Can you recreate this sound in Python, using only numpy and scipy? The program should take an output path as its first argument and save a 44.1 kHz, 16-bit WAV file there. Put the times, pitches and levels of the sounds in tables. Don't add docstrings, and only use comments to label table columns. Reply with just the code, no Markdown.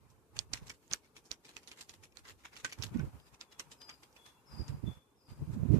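import sys
import numpy as np
from scipy import signal
from scipy.fft import rfft, irfft, next_fast_len
from scipy.io import wavfile
from scipy.ndimage import uniform_filter1d

SR = 44100
rng = np.random.default_rng(int(sys.argv[2]) if len(sys.argv) > 2 else 0)


def ratio_of_db(decibels):
    return 10 ** (np.asarray(decibels, float) / 20)


def pcm_store(signal):
    levels = np.round(np.clip(np.atleast_2d(signal), -1, 1) * 32767)
    wavfile.write(sys.argv[1], SR, levels.astype(np.int16).T)


N = 255339
SIDES = np.array([[.5], [-.5]])


def unit(x):
    return x / np.sqrt(np.mean(x ** 2, axis=-1, keepdims=True))


def tilt(x, points, share=1):
    size = next_fast_len(x.shape[-1], True)
    hz = np.fft.rfftfreq(size, 1 / SR) + 1
    p = np.array(points, float)
    gain_db = np.interp(np.log(hz), np.log(p[:, 0]), p[:, 1])
    return irfft(rfft(x, size) * ratio_of_db(gain_db * share), size)[..., :x.shape[-1]]


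def coloured(x, points, lo_hz=1, hi_hz=SR / 2.1):
    band = signal.butter(3, [lo_hz, hi_hz], "band", fs=SR, output="sos")
    return unit(signal.sosfilt(band, tilt(x, points)))


def walk(rate, channels=2):
    k = int(SR / rate)
    held = np.repeat(rng.standard_normal((channels, N // k + 1)), k, axis=1)
    return unit(uniform_filter1d(uniform_filter1d(held, k), k)[:, :N])


def columns(table):
    s, *rest = np.transpose(table)
    return [np.interp(np.arange(N) / SR, s, c) for c in rest]


def add(out, s, sound):
    i = int(s * SR)
    out[..., i:i + sound.shape[-1]] += sound[..., :N - i]


def suppressor(near, over_db, depth_db):
    frame = np.hanning(int(0.036 * SR))
    power = signal.fftconvolve(np.mean(near ** 2, axis=0), frame / frame.sum(), "same")
    power = np.maximum(power, 0)
    return ratio_of_db(depth_db * power / (power + ratio_of_db(over_db) ** 2))


# [f/Hz, level/dB per Hz]
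SUBURB_COLOUR = [(18, -36), (30, 2), (176, -9), (437, -8.5), (662, -17), (905, -11), (1970, -23.5),
                 (2490, -17.5), (2990, -19), (6880, -18.5), (13500, -21.5), (15000, -30.5)]
# [f/Hz, likeness 0-1]
LIKENESS = [(60, 0), (130, 1), (290, 0.95), (640, 0.73), (1410, 0.3), (3100, 0.2), (6820, 0.2),
            (15000, 0.19)]
# [t/s, level/dB]
BACKGROUND_SWELL = [
    (0, 1),
    (.8, 0),
    (1.5, 1),
    (2.4, -0.5),
    (3.7, 3.5),
    (4.3, 3.5),
    (5.1, 0),
    (5.5, 0),
    (5.79, 7),
]
# [f/Hz, level/dB rms, drift/dB per s]
HUM = [
    (135, -87, -0.5),
    (264, -81.5, -.5),
    (442, -79.5, -2.5),
]


def suburb(steps, gusts):
    swell_db, = columns(BACKGROUND_SWELL)
    middle_db, treble_db = -73 + swell_db, -83.5 + 0.47 * swell_db
    mid, side = rng.standard_normal((2, N))
    likeness = np.clip(LIKENESS, [1, 0], [SR, .9])
    side = coloured(side, [(hz, 10 * np.log10((1 - c) / (1 + c))) for hz, c in likeness])
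    pair = mid + 0.97 * side * np.sign(SIDES)
    bass = coloured(pair, SUBURB_COLOUR, lo_hz=105, hi_hz=529) * ratio_of_db(-71.5 + 0.5 * walk(2.3))
    middle = coloured(pair, SUBURB_COLOUR, lo_hz=532, hi_hz=2190) * ratio_of_db(middle_db + 0.19 * walk(4.2))
    hiss_db, flicker_db = 8.5, 1.2
    treble = coloured(pair, SUBURB_COLOUR, lo_hz=2000) * ratio_of_db(treble_db + hiss_db + flicker_db * walk(7.9))
    t, hum, wander_db = np.arange(N) / SR, 0, 3
    for hz, db, drift_db in HUM:
        level = ratio_of_db(db + drift_db * t + wander_db * walk(8, channels=1))
        hum = hum + level * np.sin(2 * np.pi * hz * t + walk(6.4, channels=1))
    by_steps = suppressor(steps, over_db=-67.5, depth_db=4.5)
    by_wind = suppressor(gusts, over_db=-58.5, depth_db=8)
    low = (bass + hum) * by_steps ** 0.74
    return low + middle * by_steps ** 0.96 * by_wind + treble * by_steps * by_wind ** 0.52


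# [f/Hz, level/dB per Hz]
WIND_COLOUR = [(25, -8), (60, 4), (128, -1), (392, -20), (650, -34), (1000, -58), (2000, -85)]
# [t/s, level/dB]
BREEZE = [(0, -69), (.25, -79), (.4, -63), (.55, -61), (.75, -71), (.85, -82), (.93, -66), (1.1, -86),
          (1.7, -85), (2, -72.5), (2.35, -72), (2.6, -76), (3.2, -72), (3.5, -84), (3.7, -75.5), (4.4, -83),
          (5.1, -85), (5.79, -80)]


def breeze():
    db, = columns(BREEZE)
    rumble = coloured(rng.standard_normal((2, N)), WIND_COLOUR, hi_hz=100)
    return rumble * ratio_of_db(db + 2.5 + 2.5 * walk(25))


# [t/s, level/dB, half length/ms]
LEFT_EDDIES = [(.629, -45, 14), (.67, -48.5, 16), (.919, -41, 4.4), (2.648, -48, 14), (2.855, -49.5, 12),
               (2.927, -32, 11), (2.986, -31, 10), (3.011, -47, 13), (3.072, -35, 12), (3.17, -54, 55),
               (3.333, -46.5, 5.6), (3.679, -55.5, 26), (4.53, -49.5, 32), (4.591, -59, 18),
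               (4.623, -36, 8), (4.665, -46, 19), (4.728, -39.5, 41), (4.772, -48.5, 11), (4.845, -41, 7.4),
               (4.9, -45.5, 27), (4.977, -54, 13), (5.291, -44.5, 3.9), (5.333, -39.5, 8.5),
               (5.424, -30, 21), (5.561, -37, 37), (5.615, -39, 22), (5.71, -49, 33), (5.78, -38.5, 27)]
# [t/s, level/dB, half length/ms, swing f/Hz]
RIGHT_EDDIES = [(0.049, -56.5, 134, 104), (.39, -42, 33, 105), (.533, -43, 28, 100),
                (0.625, -38.5, 8.6, 136), (.709, -58.5, 24, 141.4), (.924, -54.5, 18, 199.6),
                (2.005, -55, 40, 105), (2.324, -53, 22, 101), (2.797, -28.5, 7.6, 91),
                (2.856, -35.5, 24, 107), (2.881, -52, 12, 91.5), (2.961, -19, 9.8, 186),
                (3.003, -23, 12.4, 150), (3.039, -25.5, 10, 150.4), (3.079, -39, 19, 100),
                (3.154, -40, 19.6, 78), (4.547, -35, 14, 81.5), (4.607, -22, 9.7, 74.3),
                (4.575, -41, 7.2, 140), (4.701, -28, 8.2, 142), (4.722, -28.5, 9, 109),
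                (4.745, -30, 8, 119), (4.786, -36, 16, 107.2), (4.84, -24, 5.7, 89),
                (4.841, -31.5, 6.8, 257), (4.866, -29.5, 10, 110), (4.881, -22, 7.6, 173),
                (4.908, -30, 14, 115), (4.97, -46.5, 12, 85), (5.319, -38.5, 12, 90), (5.42, -35, 21, 99),
                (5.478, -32, 6.8, 130), (5.502, -25, 8, 138), (5.534, -30, 6.2, 142),
                (5.551, -30.5, 5.2, 130), (5.573, -26, 11, 172), (5.602, -25, 4.9, 121),
                (5.617, -30, 5.6, 130), (5.635, -16, 5.2, 127), (5.657, -23, 7, 192),
                (5.666, -28, 6.9, 100), (5.703, -11.5, 9, 172), (5.716, -21, 9.1, 340),
                (5.721, -19.5, 8, 118), (5.739, -13, 11.7, 151), (5.739, -17.5, 9.3, 372.6),
                (5.765, -19.5, 12, 233), (5.784, -13.5, 7.1, 139)]


def wind():
    swings, power, t = np.zeros((2, N)), np.zeros((2, N)), np.arange(N) / SR
    waver = np.cumsum(1 + 0.2 * walk(110), axis=1) / SR
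    for port, eddies in enumerate((LEFT_EDDIES, RIGHT_EDDIES)):
        for s, db, half_ms, *swing in eddies:
            hz = swing[0] if swing else 130
            near = slice(max(int((s - .2) * SR), 0), int((s + .2) * SR))
            age = (t[near] - s) / max(half_ms / 1000, .004)
            turns = hz * (waver[port, near] - waver[port, int(s * SR)])
            swings[port, near] += ratio_of_db(db - 3.0 - 6.5 * age ** 2) * np.cos(2 * np.pi * turns)
            power[port, near] += ratio_of_db(db - 6.84 * np.abs(age)) ** 2
    body = coloured(rng.standard_normal((2, N)), WIND_COLOUR, hi_hz=241)
    edge = coloured(ratio_of_db(2.6 * walk(90)) * rng.standard_normal((2, N)), WIND_COLOUR, lo_hz=230)
    return swings + ratio_of_db(-8.0) * np.sqrt(power) * body + ratio_of_db(-11.5) * power ** 0.56 * edge


# [t/s, level/dB, length/s, final f/Hz, slide/Hz]
HIGH_NOTES = [
    (3.17, -78, 0.11, 4870, 122),
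    (3.77, -63.5, 0.18, 4800, 373),
    (4.455, -62, 0.2, 4813, 416),
    (5.16, -71, 0.2, 4830, 425),
]
# [t/s, level/dB, length/s, final f/Hz, slide/Hz]
LOW_NOTES = [
    (3.435, -77, 0.22, 3370, 150),
    (4.17, -66.5, .17, 3405, 70),
    (4.31, -84, 0.25, 2750, 40),
    (4.85, -63.5, 0.17, 3445, 60),
]


def bird():
    song, (waver, flutter) = np.zeros(N), walk(70)
    husk = walk(220, channels=1)[0]
    for notes, upper_db, swell, soft in ((HIGH_NOTES, -9, 1.1, .6), (LOW_NOTES, -40, .55, 1.1)):
        for s, db, length, last_hz, drop_hz in notes:
            t = np.arange(0, length, 1 / SR)
            i = slice(int(s * SR), int(s * SR) + len(t))
            shape = np.sin(np.pi * (t / length) ** swell) ** soft * ratio_of_db(flutter[i])
            hz = last_hz + drop_hz * np.exp(-t / .05) + 21.8 * waver[i]
            whistle = shape * (1 + ratio_of_db(-7) * husk[i]) * np.sin(2 * np.pi * np.cumsum(hz) / SR)
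            upper = ratio_of_db(upper_db) * (drop_hz / 400) ** 2 * np.exp(-t / 0.13) * np.minimum(t / 0.005, 1)
            upper = upper * husk[i] * np.sin(2 * np.pi * 5400 * t)
            song[i] += ratio_of_db(db) * (whistle + upper)
    t = np.arange(SR // 2) / SR
    echoes = rng.standard_normal((2, len(t))) * (np.exp(-t / 0.049) + ratio_of_db(-20.5) * np.exp(-t / 0.22))
    echoes = echoes / np.sqrt(np.sum(echoes[0] ** 2))
    wet = signal.fftconvolve(song[None], echoes, axes=1)[:, :N]
    return (ratio_of_db(-7.5) * song + ratio_of_db(0.5) * wet) * ratio_of_db(7.1 * SIDES)


# [t/s, claw peak level/dB, pad level/dB, ring f/Hz, hollowness/dB]
WALK_OFF = [(0.102, -59, -63, 5860, -29), (0.3657, -52, -49.5, 3200, 0), (0.39, -23, -43, 4770, -8),
            (0.5352, -25, -38, 6600, 0.5), (0.6704, -58, -49.5, 6540, -5.5),
            (0.6968, -30.5, -45.5, 7000, 0), (0.9128, -33.5, -49, 3400, -0.5), (0.923, -39, -51, 3120, 9),
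            (0.9345, -18.5, -37.5, 5860, -3.5), (1.166, -41.5, -53, 2290, -3.5),
            (1.2546, -50, -54.5, 7060, -18), (1.315, -28.5, -44.5, 5740, -1.5)]
# [t/s, claw peak level/dB, pad level/dB, ring f/Hz, hollowness/dB]
TROT = [(1.4514, -44, -52.5, 2400, -7.5), (1.567, -39.5, -52, 2560, 0.5), (1.6316, -54, -62, 5330, -1.5),
        (1.6791, -49, -47.5, 4860, -10), (1.716, -43, -49.5, 2330, -1.5), (1.8094, -42.5, -44, 2650, -5.5),
        (1.8942, -41, -47.5, 5140, -5), (2.0362, -60, -51, 5370, -3), (2.171, -40.5, -66, 4270, 7),
        (2.2528, -49, -58.5, 2000, 7.5), (2.4517, -51, -53, 2410, 11.5), (2.5326, -51, -58.5, 2110, 8.5),
        (2.566, -42, -49.5, 2750, 0), (2.6467, -28, -36, 1534, 4.5), (2.694, -47, -53, 1920, -2),
        (2.7245, -34, -47, 2290, 0.5), (2.8336, -33.5, -32.5, 2660, -6), (2.944, -56, -64.5, 1650, 14.5),
        (2.995, -38, -66, 1520, 18), (3.4119, -32.5, -53, 5200, 1.5), (3.596, -35.5, -41.5, 5570, 0),
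        (3.716, -45.5, -45, 6150, -11.5), (3.8938, -39, -53.5, 5000, 10), (4.164, -50.5, -61.5, 2560, 1)]
# [t/s of the top, level/dB, 6 dB rise/ms, 6 dB fall/ms]
SCUFFS = [(.575, -53, 32, 10), (0.63, -67, 3, 30), (0.739, -63, -1, 10), (.828, -72, 2, 30),
          (1.059, -67.5, 22, 16), (1.493, -51, 5.5, 9), (1.537, -65, 6, 30), (1.793, -51, 11.5, 5.5),
          (1.938, -52, -1, 6), (2.19, -55.5, 18, 8.5), (2.301, -49, 18, 7), (2.409, -66.5, 14, 20),
          (2.6, -53, 12.5, 9.5), (2.787, -57.5, -1, 30), (3.288, -63.5, 20, -1), (3.349, -58, 9, -1),
          (3.527, -54, 5, 4), (3.817, -51.5, 2, 4.5), (4.032, -54.5, 1.5, 7), (4.259, -54, -1, 19),
          (4.6, -80.5, 30, 30), (4.684, -54, 1, 11.5), (4.94, -66.5, 6, 10.5), (5.306, -62, 10, 7),
          (5.548, -61.5, 30, 0.5), (5.756, -58.5, 35, 21)]


def slides():
    rows = []
    for s, _, db, _, hollow in WALK_OFF + TROT:
        rise_ms = 2 - 0.17 * (db + 39.0)
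        fall_ms = 5.6 - 0.3 * (db + 37.0)
        rows.append((s + .0025, db, rise_ms, fall_ms, hollow))
    return rows + [(*row, -0.5) for row in SCUFFS]


# [f/Hz, level/dB per Hz]
SCUFF_COLOUR = [(300, -51), (800, -7.5), (1500, -2), (2500, -0.5), (4000, -4), (7000, -5.5), (9000, -12.5),
                (13500, -20), (15500, -48)]
# [f/Hz, width/Hz, level/dB]
PLANK = [
    (130, 13, 1.5),
    (284, 107, 3),
    (434, 19, -0.5),
]


def pads():
    out, push = np.zeros((2, N)), np.zeros(N)
    ms = 1000 * np.arange(8192) / SR - 45
    edges = np.clip(np.minimum(ms - ms[0], ms[-1] - ms) / 15, 0, 1)
    spots_hz = np.geomspace(600, 14000, 36)
    for s, db, rise, fall, dull_db in slides():
        noise, ripple = rng.standard_normal((3, len(ms))), rng.standard_normal(36)
        rise, fall = np.clip([rise, fall], .7, 30)
        slide = ratio_of_db(-6 * np.maximum(-ms / rise, ms / fall))
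        echoes = ratio_of_db(-8.5 - np.maximum(0.41 * ms, -2.5 * ms))
        shape = edges * np.hypot(slide, echoes) * ratio_of_db(db - 1.5)
        spot_db = 3 * ripple + (dull_db + .5) / (1 + (spots_hz / 3200) ** 4)
        grit = unit(ratio_of_db(3.5 * unit(uniform_filter1d(noise[2], 50))))
        rub = unit(tilt(grit * noise[:2], SCUFF_COLOUR))
        sound = tilt(rub, np.transpose([spots_hz, spot_db]))
        add(out, s + ms[0] / 1000, shape * sound)
        add(push, s + ms[0] / 1000, shape * ratio_of_db(0.36 * dull_db) * noise[2])
    drum = sum(ratio_of_db(db) * signal.lfilter(*signal.iirpeak(hz, hz / width, SR), push) for hz, width, db in PLANK)
    return out + ratio_of_db(4.0) * drum


# [t/s, peak level/dB, ring f/Hz]
STRAY_CLAWS = [(0.367, -50, 2500), (0.382, -45, 3500), (.3966, -37, 5300), (.5328, -32.5, 4930),
               (.538, -26.5, 6300), (.6817, -45, 6500), (0.7015, -34.5, 2280), (.879, -57.5, 6740),
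               (0.9277, -34.5, 5980), (1.046, -59.5, 2200), (1.3106, -46.5, 2400), (1.341, -48.5, 7000),
               (1.6746, -44, 5770), (1.7155, -39, 2400), (1.7859, -52.5, 4000), (1.8155, -47, 5370),
               (2.123, -55.5, 2450), (2.2831, -55, 4000), (2.2877, -41.5, 3200), (2.557, -52, 3000),
               (2.5718, -46, 3500), (2.6534, -40, 1470), (2.7173, -46, 3000), (2.7326, -42, 5540),
               (2.7842, -62, 2000), (2.8167, -47, 2500), (2.824, -30, 3870), (2.8282, -30, 5810),
               (2.8661, -46, 4000), (2.973, -50, 1480), (3.052, -59.5, 1380), (3.2, -53, 3200),
               (3.4075, -44, 5300), (3.5172, -57, 4200), (3.524, -49, 5300), (3.5932, -50, 5000),
               (3.5976, -36, 6500), (3.8979, -36.5, 5300), (3.9414, -52, 4000), (4.0338, -53, 5700),
               (4.128, -55, 5500), (4.6808, -40.5, 4800), (5.7555, -55, 2500)]
# [t/s, left minus right level/dB]
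BEARING = [(.3, -2.5), (.6, -6.5), (.95, -9.5), (1.3, -2.5), (1.8, -8.5), (2.3, -2), (2.65, -5.5),
           (2.83, -3), (3.4, -2), (3.6, -2.5), (3.9, -1.5), (4.7, -1)]


def ticks():
    rows = [(s, db, hz, hollow) for s, db, _, hz, hollow in WALK_OFF + TROT]
    rows += [(s, db, hz, 3.5 * np.log2(hz / 3000)) for s, db, hz in STRAY_CLAWS]
    scatter_db = 8.5 * rng.uniform(-2.1, 1, len(rows))
    strikes = []
    for (s, db, hz, hollow), aside_db in zip(rows, scatter_db):
        pan_db = np.interp(s, *np.transpose(BEARING)) + aside_db
        strikes.append((s, db, pan_db, hz, -31.5 + 3.9 * hollow))
    return strikes


def claws():
    out, t = np.zeros((2, N)), np.arange(SR // 24) / SR
    crack_age = 1000 * t / 0.24
    strikes = ticks()
    chance = rng.random((len(strikes), 5, 40))
    for (s, db, pan_db, ring_hz, wood_db), (place, life, late, *mix) in zip(strikes, chance):
        hz = 700 * 2 ** (4.3 * (np.arange(40) + place) / 40)
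        mode_db = np.interp(np.log(hz), np.log([900, 1800, 2800, 6500, 8500, 14000]),
                            [wood_db - 15.5, wood_db + 10.5, 0, 1.5, -13, -32])
        mode_db = mode_db + 9 * np.exp(-np.log2(hz / ring_hz) ** 2 / .25)
        t60 = .0075 * (3000 / hz) ** .5 * (1 + life)
        age = np.maximum(t - 0.000389 * late[:, None] ** 2, 0)
        modes = np.sin(2 * np.pi * hz[:, None] * age) * np.exp(-np.log(1000) * age / t60[:, None])
        port_mix = 0.59 * mix[0] + 0.35 * np.array(mix) - .4
        body = (port_mix * ratio_of_db(mode_db) * np.sqrt(hz)) @ modes
        ring_t60 = 0.029 * (3000 / ring_hz) ** 1.5
        ring = np.sin(2 * np.pi * ring_hz * t) * np.exp(-np.log(1000) * t / ring_t60)
        crack = np.e * crack_age * np.exp(-crack_age) * np.sin(2 * np.pi * (4200 + 2500 * life[0]) * t)
        tick = body / np.abs(body).max(axis=1, keepdims=True)
        tick = tick + ratio_of_db(-5) * (2500 / ring_hz) ** 0.49 * ring + ratio_of_db(-3.5) * crack
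        add(out, s, tick * ratio_of_db(db - 3.0 + pan_db * SIDES))
    return np.array([np.roll(out[0], 7), out[1]])


# [f/Hz, left minus right level/dB]
PORT_TILT = [(60, -34), (110, 2), (200, 0.5), (380, 2), (700, 2), (1290, 2.5), (2380, 0.5), (4400, 0.5),
             (8120, -3), (15000, -1)]


def ports(x):
    return tilt(x, PORT_TILT, SIDES)


def scene():
    steps, song, gusts = claws() + pads(), bird(), wind()
    settle = np.minimum(1, np.arange(N, 0, -1) / (.005 * SR))
    around = ports(steps + suburb(steps + song, gusts))
    far_song = song * suppressor(steps + gusts / 8, over_db=-63.0, depth_db=8.5)
    return settle * (around + far_song + gusts + breeze())


def denoise(x):
    hz, _, z = signal.stft(x, SR, nperseg=1024)
    power = np.abs(z) ** 2 + 1e-18
    steady = np.median(power, axis=-1, keepdims=True) * (hz / (hz + 900))[:, None]
    gain = np.sqrt(np.maximum(1 - 0.48 * steady / power, ratio_of_db(-7) ** 2))
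    return signal.istft(z * gain, SR, nperseg=1024)[1][:, :N]


def band_limit(x):
    return signal.sosfilt(signal.butter(12, 15800, fs=SR, output="sos"), x)


def record(dry):
    top = signal.ellip(6, .5, 30, 14800, fs=SR, output="sos")
    rumble = signal.butter(2, 55, "high", fs=SR, output="sos")
    mix = signal.sosfilt(np.vstack([top, rumble]), denoise(dry))
    return band_limit(mix)


dry = scene()
out = record(dry)
pcm_store(out)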